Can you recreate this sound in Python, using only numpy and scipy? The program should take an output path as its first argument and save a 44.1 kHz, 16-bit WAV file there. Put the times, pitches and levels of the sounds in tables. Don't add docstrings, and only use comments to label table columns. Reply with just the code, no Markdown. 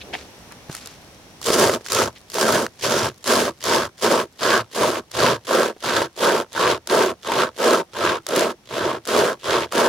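import sys
import numpy as np
from scipy import signal
from scipy.fft import rfft, irfft
from scipy.io import wavfile
from scipy.ndimage import uniform_filter1d

SR = 44100
rng = np.random.default_rng(int(sys.argv[2]) if len(sys.argv) > 2 else 0)


def transcribe(signal):
    frames = np.atleast_2d(signal).T
    limited = np.clip(frames, -1, 1)
    pcm = np.round(limited * 32767).astype(np.int16)
    wavfile.write(sys.argv[1], SR, pcm)


N = 435708
TIME = np.arange(N) / SR
FIRST_CUT_S, DEEPEN_S = 1.46, 3.2
FRESHNESS = np.exp(-np.maximum(TIME - FIRST_CUT_S, 0) / DEEPEN_S)
SLACK_DB = (2, -10.5)


def from_db(db):
    return 10 ** (np.asarray(db) / 20)


def rms_one(x):
    return x / np.sqrt(np.mean(x ** 2, axis=-1, keepdims=True) + 1e-20)


def with_depth(fresh, deep):
    return deep + (fresh - deep) * FRESHNESS


def drift(rate):
    knots = rng.standard_normal(N // 20)
    return rms_one(np.interp(TIME * rate, np.arange(len(knots)), knots))


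def fade(x, seconds):
    return signal.lfilter([1], [1, -np.exp(-1 / (seconds * SR))], x + 1e-18)


def colour(x, points):
    size = 4096
    hz, db = np.transpose(points)
    grid = np.maximum(np.arange(size // 2 + 1) * SR / size, 1)
    gain = from_db(np.interp(np.log(grid), np.log(hz), db))
    cepstrum = irfft(np.log(gain))
    cepstrum[1:size // 2] *= 2
    cepstrum[size // 2 + 1:] = 0
    response = irfft(np.exp(rfft(cepstrum)))
    return signal.oaconvolve(np.atleast_2d(x), response[None], axes=-1)[:, :N]


def resonate(x, hz, width_hz):
    r = np.exp(-np.pi * width_hz / SR)
    zeros = np.array([1, 0, -1]) * (1 - r * r) / 2
    poles = [1, -2 * r * np.cos(2 * np.pi * hz / SR), r * r]
    return signal.lfilter(zeros, poles, x)


# pitch_hz, relative density_db (dB per Hz)
AIR_SPECTRUM = [(20, -28), (68, -11.5), (180, -12.5), (860, -19), (1250, -24.5), (3000, -28), (5200, -31),
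                (6500, -34.5), (11500, -38), (16000, -46)]
# time_s, level_db
AIR_LEVEL = [(0, -45), (1.3, -48), (2.2, -52), (3.6, -55), (4.3, -56.5), (9.88, -56.5)]


def forest(insect_hz, insect_db):
    mid, side = rms_one(colour(rng.standard_normal((2, N)), AIR_SPECTRUM))
    air = np.vstack([mid, colour(side, [(100, -13), (800, -9), (2000, 0.0)])])
    insects = resonate(rng.standard_normal((2, N)), insect_hz, 700)
    insects = rms_one(resonate(insects, insect_hz, 700))
    time_s, level_db = np.transpose(AIR_LEVEL)
    return from_db(np.interp(TIME, time_s, level_db)) * (air + from_db(insect_db) * insects)


# start_s, length_s,
#   level_db (of the gritty noise, before its rise and decay), lowest_hz, highest_hz
BARK_SCUFFS = [(0.003, 0.021, -39.5, 2190, 4000), (0.127, 0.022, -27.5, 1490, 3280),
               (0.128, 0.023, -31.5, 328, 865), (0.152, 0.066, -44, 700, 5000),
               (0.505, 0.021, -43.5, 900, 2320), (0.706, 0.073, -40.5, 700, 7800),
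               (0.806, 0.11, -47.5, 890, 5900), (2.152, 0.024, -47, 1476, 4100),
               (0.026, 0.2, -45.5, 261, 617)]


def scuffs(grain_db, tail):
    out = np.zeros((2, N))
    grit = from_db(grain_db * drift(700)) * rng.standard_normal((2, N))
    for start, length, level_db, low_hz, high_hz in BARK_SCUFFS:
        span = slice(int(start * SR), int((start + length + 0.23) * SR))
        t = TIME[span] - TIME[span][0]
        rise = np.minimum(t / 0.0098, 1)
        decay = np.exp(-np.maximum(t - length, 0) / (tail * length))
        band = signal.butter(2, [low_hz, high_hz], "band", fs=SR, output="sos")
        out[:, span] += from_db(level_db) * rise * decay * rms_one(signal.sosfilt(band, grit[:, span]))
    return out


# start_s, level_db (peak of the ring alone), pitch_hz
LOG_KNOCKS = [(0.694, -27, 151), (0.697, -25, 375), (0.749, -25, 1490), (1.486, -12, 500), (1.503, -7, 415),
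              (1.695, -6, 510), (1.809, -33, 453), (1.863, -21.5, 1480), (2.018, -7, 1040),
              (2.384, -13, 930), (2.490, -8.5, 1150), (2.555, -7.5, 595), (2.665, -12.5, 1540),
              (2.847, -13.5, 982), (3.643, -29, 1100), (4.046, -14, 900), (4.833, -9.5, 508.4),
              (5.209, -17, 1699), (5.264, -6, 1502), (5.764, -36, 402.4), (5.844, -15, 900),
              (6.018, -9.5, 507), (6.920, -15, 510), (7.319, -10, 900), (9.724, -14, 1204)]


def knocks(cycles, crack_db):
    out = np.zeros(N)
    for start, level_db, hz in LOG_KNOCKS:
        span = slice(int(start * SR), int((start + .1) * SR))
        turns = (TIME[span] - TIME[span][0]) * hz
        swell = turns / cycles * np.exp(1 - turns / cycles)
        ring = np.sin(2 * np.pi * turns) * swell
        crack = resonate(rng.standard_normal(len(turns)), 2 * hz, 2 * hz)
        crack = rms_one(crack) * np.exp(-turns / 2)
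        out[span] -= from_db(level_db) * (ring + from_db(crack_db) * crack)
    return out * [[1], [0]]


# pitch_hz, relative density_db (dB per Hz)
TICK_SPECTRUM = [(100, -42), (400, -17), (1200, -4), (2500, -16.5), (4000, -5), (7000, -6.5), (11000, -12),
                 (16000, -22)]


def rattle(per_s, level_db, idle_db):
    strength = from_db(5 * np.clip(rng.standard_normal(N), -2, 2))
    ticks = (rng.random(N) < per_s / SR) * strength
    slack_db = np.where(TIME < FIRST_CUT_S, idle_db, with_depth(*SLACK_DB))
    ticks = fade(ticks * from_db(level_db + slack_db), 0.00057)
    return colour(ticks * rng.standard_normal((2, N)), TICK_SPECTRUM)


# start_s, level_db (relative)
SNAP_TIMES = [(0.5217, -23), (0.7276, -19), (0.75, -10.5), (0.767, -18), (0.859, -15.5), (0.8724, -15),
              (1.415, -15), (1.4615, -5.5), (1.863, -17), (1.9203, 0), (1.930, -2), (1.948, -1),
              (2.3003, -17), (2.3424, -6), (2.4114, 0.5), (2.832, -16), (3.2419, -15), (3.2755, -5),
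              (3.6395, -6), (4.749, -16), (5.1154, -17), (6.53, -17.5), (6.873, -7.5), (8.2663, -5.5),
              (8.288, -9), (8.362, -1), (8.3937, -3.5), (8.408, -6), (9.0532, -16), (9.074, -8.5),
              (9.7223, -12), (9.758, -10)]


def snaps(ring_s, level_db, tail_db):
    clicks = np.zeros(N)
    for start, snap_db in SNAP_TIMES:
        clicks[round(start * SR)] = from_db(snap_db + level_db)
    crack = fade(fade(clicks, ring_s), ring_s) * np.e / (ring_s * SR)
    burst = crack + from_db(tail_db) * fade(clicks, 0.0028)
    return colour(burst * rng.choice([-1., 1.], (2, N)), TICK_SPECTRUM)


def teeth(speed, full_rate, jitter):
    rate = full_rate * speed * np.exp(jitter * drift(300))
    passed = np.floor(np.cumsum(rate) / SR)
    hits = np.diff(passed, prepend=0)
    power = uniform_filter1d(hits ** 2, int(0.011 * SR))
    return hits / np.sqrt(power.clip(1e-6))


def links(speed, full_rate, jitter, depth_db):
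    turns = np.cumsum(full_rate * np.sqrt(speed) * np.exp(jitter * drift(80))) / SR
    swing_db = np.minimum(depth_db / speed ** 3, 10.5)
    mean_power = np.i0(swing_db * np.log(10) / 10)
    return from_db(swing_db * np.sin(2 * np.pi * turns)) / np.sqrt(mean_power)


def wood(push, modes, restless_db):
    out, power = 0, 0
    for hz, width_hz, level_db in modes:
        share = rng.choice([-1., 1.], (2, N)) * from_db(level_db + restless_db * drift(30))
        out = out + resonate(resonate(push * share, hz, width_hz), hz, width_hz)
        power = power + np.mean(share ** 2) * np.pi * width_hz / (2 * SR)
    return out / np.sqrt(power)


# pitch_hz, relative density_db (dB per Hz)
FIBRE_SPECTRUM = [(900, -21.5), (1800, 2.5), (2500, -0.5), (3300, 3.5), (4200, -1.5), (5200, -2.5),
                  (7000, -6), (9000, -8), (12000, -13), (16000, -22.5)]


def fibres(hits, rasp_db, sizzle_db, tear_s, splinters_per_s, splinter_db):
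    size = np.minimum(rng.exponential(1, N), 3.5)
    splinters = (rng.random(N) < splinters_per_s / SR) * size
    bursts = rms_one(fade(hits, tear_s)) + from_db(splinter_db) * rms_one(fade(splinters, 0.00034))
    cracks = rms_one(colour(bursts * rng.standard_normal((2, N)), FIBRE_SPECTRUM))
    bands = [([500, 2700], 0), ([2700, 4400], 0), ([4400, 7700], rasp_db), ([7700, 17000], sizzle_db)]
    out, power = 0, 0
    for k, (edges_hz, level_db) in enumerate(bands):
        sos = signal.butter(3, edges_hz, "band", fs=SR, output="sos")
        band = signal.sosfilt(sos, cracks[::(-1) ** k])
        band = band * from_db(0.45 * drift(380))
        out = out + from_db(level_db) * band
        power = power + from_db(level_db) ** 2 * np.mean(band ** 2)
    return out / np.sqrt(power)


# bite_db (teeth), tear_db (fibres), flex_db (bending log), hollow_db (body against cut)
PULL_STROKES = [(1.468, .05, .292, .55, -17, -23.5, -19.5, 1.5),
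                (1.911, 0.065, .172, .62, -21.5, -27, -16, -3),
                (2.354, 0.049, 0.3, 0.64, -17.5, -25.5, -23.5, 1),
                (2.838, .053, 0.25, 0.22, -19, -24, -12.5, -1),
                (3.27, .028, 0.22, 0.19, -16.5, -23, -22.5, 1),
                (3.652, .045, 0.21, 0.39, -18.5, -24.2, -17, -3),
                (4.026, .045, 0.21, .19, -16.5, -26.5, -24.5, 1),
                (4.415, .030, .196, 0.49, -16.5, -24.5, -21.5, -3.5),
                (4.754, 0.044, 0.24, 0.22, -18, -28, -24.5, 1.5),
                (5.149, 0.036, 0.21, .46, -17.5, -25.5, -16, -0.5),
                (5.485, 0.036, 0.22, 0.36, -16, -26.5, -34, 1),
                (5.84, .040, 0.22, 0.51, -19, -26.7, -19, -2.5),
                (6.19, 0.031, 0.23, 0.35, -15.5, -25.5, -30, 1),
                (6.554, 0.037, 0.21, 0.46, -17, -26, -20.5, -2),
                (6.896, .024, 0.22, 0.28, -15, -26.5, -28.5, 1.5),
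                (7.259, .035, .222, .66, -19.5, -29.5, -22, -2),
                (7.59, 0.039, 0.22, 0.56, -14.5, -26.5, -36, 1),
                (7.951, .025, .227, 0.56, -19.5, -30.5, -23, -2),
                (8.286, .020, 0.23, 0.46, -17, -28.5, -30, 2), (8.707, .050, 0.27, .51, -21.5, -33, -19, 0),
                (9.083, 0.031, 0.25, 0.43, -15.5, -26.5, -25, 1),
                (9.444, 0.046, .210, 0.44, -19, -27.5, -21, -2),
                (9.732, 0.016, 0.23, .28, -15.5, -26, -35, 1)]
CATCH_S, CATCH_DB = 0.004, 11
SLIDE_DB_PER_S = 200


def pulls(levels_db, start_db, end_db, attack_db_per_s, release_db_per_s, slide_db):
    out = np.zeros(N)
    for (start, take_up, length, hardest, *_), level_db in zip(PULL_STROKES, levels_db):
        span = slice(int((start - .15) * SR), int((start + length + .15) * SR))
        t = TIME[span] - start
        top = np.clip(hardest, .05, .95)
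        along = np.clip(t / length, 0, 1)
        rise_db = start_db[span] * (1 - along / top) ** 2
        ease_db = end_db[span] * ((along - top) / (1 - top)) ** 2
        arch_db = np.where(along < top, rise_db, ease_db)
        stop_db = attack_db_per_s * np.maximum(-t, 0) + release_db_per_s * np.maximum(t - length, 0)
        loose_s = np.maximum(-t - take_up, 0)
        slide = from_db(slide_db[span] - SLIDE_DB_PER_S * loose_s) * (1 - along)
        catch = from_db(-CATCH_DB * np.minimum(loose_s / CATCH_S, 1))
        out[span] += (from_db(level_db + arch_db - stop_db) + slide) * catch
    return out


KERF_HZ, KERF_WIDTH_HZ = (7000, 3100), 1100
KERF_SHARE = (0.064, 0.36)


def kerf(cracks):
    out, ring_hz = cracks.copy(), with_depth(*KERF_HZ)
    for k, (start, take_up, length, *_) in enumerate(PULL_STROKES):
        span = slice(int((start - take_up) * SR), int((start + length + .04) * SR))
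        ringing = resonate(cracks[:, span], ring_hz[span.start], KERF_WIDTH_HZ)
        out[:, span] = rms_one(cracks[:, span] + KERF_SHARE[k % 2] * ringing)
    return out


# pitch_hz, width_hz (of each of two passes), level_db (relative)
BENDING_MODES = [(79.4, 17, -0.5), (111.7, 33, 5), (137, 30, 0.5)]
# pitch_hz, width_hz, level_db, likewise
UNCUT_MODES = [(173, 92, -6.5), (238, 70, 2.5)]
# pitch_hz, width_hz, level_db, likewise
LOG_MODES = [(335, 32.6, -4.5), (371.3, 94, 1.5), (439, 167, -1), (518, 196, -1), (630, 138, -1.5)]
# pitch_hz, width_hz, level_db, likewise
RIM_MODES = [(920, 115, 1), (1067, 250, 2), (1310, 200, -0.5), (1566, 287, -2), (2090, 2400, -14.5)]
CORE_DB, RASP_DB, SIZZLE_DB = (-9.5, -14), (6.5, 1), (6, -0.5)
HAND_RASP_DB, HAND_SIZZLE_DB = 0.8, 1.5
TAKE_UP_DB = -41


def saw():
    starts, take_ups, _, _, bites_db, tears_db, flexes_db, hollows_db = np.transpose(PULL_STROKES)
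    slide_db = TAKE_UP_DB + with_depth(*SLACK_DB)
    bite = pulls(bites_db, start_db=with_depth(-5.0, -12.0), end_db=with_depth(-6.0, -12.5),
                 attack_db_per_s=850, release_db_per_s=800, slide_db=slide_db - 12)
    tear = pulls(tears_db, start_db=with_depth(0.5, -8.0), end_db=with_depth(-7.5, -13.0),
                 attack_db_per_s=510, release_db_per_s=893, slide_db=slide_db)
    snag_db = with_depth(2.0, 0.5) * drift(35)
    bite_db = 20 * np.log10(bite + 1e-4) + snag_db
    stroke = np.maximum(np.searchsorted(starts - take_ups, TIME) - 1, 0)
    hand = (-1) ** stroke

    speed = np.clip(from_db(.16 * (bite_db + 16)), .3, 1.1)
    hits = teeth(speed, full_rate=350, jitter=.35)
    hits = hits * links(speed, full_rate=85, jitter=.22, depth_db=2.0)
    force = rms_one(fade(hits, 0.00054))
    push = force * from_db(bite_db + 0.03)

    hollow = from_db(hollows_db[stroke] + 2.04)
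    boom = push * hollow / np.hypot(hollow, 1)
    body = wood(boom, LOG_MODES, restless_db=0.5)
    core = wood(boom * from_db(with_depth(*CORE_DB)), UNCUT_MODES, restless_db=-1.0)
    cut = wood(push / np.hypot(hollow, 1), RIM_MODES, restless_db=2.5)
    flex_db = flexes_db[stroke] - 7.5 + 0.63 * bite_db
    flex = wood(force * from_db(flex_db), BENDING_MODES, restless_db=3.5)

    rasp_db = with_depth(*RASP_DB) + hand * HAND_RASP_DB
    sizzle_db = with_depth(*SIZZLE_DB) + hand * HAND_SIZZLE_DB
    torn = kerf(fibres(hits, rasp_db, sizzle_db, tear_s=0.0045, splinters_per_s=160, splinter_db=-8.0))
    return body + core + cut + flex + tear * from_db(snag_db - 1.46) * torn


# pitch_hz, gain_db
SIDE_GAIN = [(100, -38), (350, -15.5), (630, -33), (730, -3.5), (820, 7), (950, -11.5), (1080, -14),
             (1300, -10.5), (1650, -8), (2150, -3.5), (3200, -8.5), (5000, -3.5), (8000, -1), (16000, -3.5)]
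# pitch_hz, gain_db
LEFT_GAIN = [(60, 0.5), (300, -1), (550, -0.9), (820, 2), (1300, -1.5), (2500, 0.5), (5000, 0.5),
             (8000, 0.5), (13000, 2)]


def scene():
    touches = snaps(ring_s=0.00062, level_db=-5.5, tail_db=-9.5)
    touches = touches + scuffs(grain_db=2.5, tail=0.35) + knocks(cycles=0.59, crack_db=-8.5)
    mid, side = saw() + touches + rattle(per_s=73, level_db=-37, idle_db=-5)
    near = np.vstack([mid, colour(side, SIDE_GAIN)])
    mid, side = near + forest(insect_hz=5730, insect_db=-15.5)
    lean = colour(mid, LEFT_GAIN)[0] - mid
    return np.array([mid + side + lean, mid - side - lean])


def record(dry):
    notched = dry - .7 * resonate(dry, 7900, 170)
    rounded = 1.316 * np.tanh(notched / 1.252)
    low_pass = signal.ellip(10, .2, 80, 16000, fs=SR, output="sos")
    return signal.sosfilt(low_pass, rounded)


dry = scene()
out = record(dry)
transcribe(out)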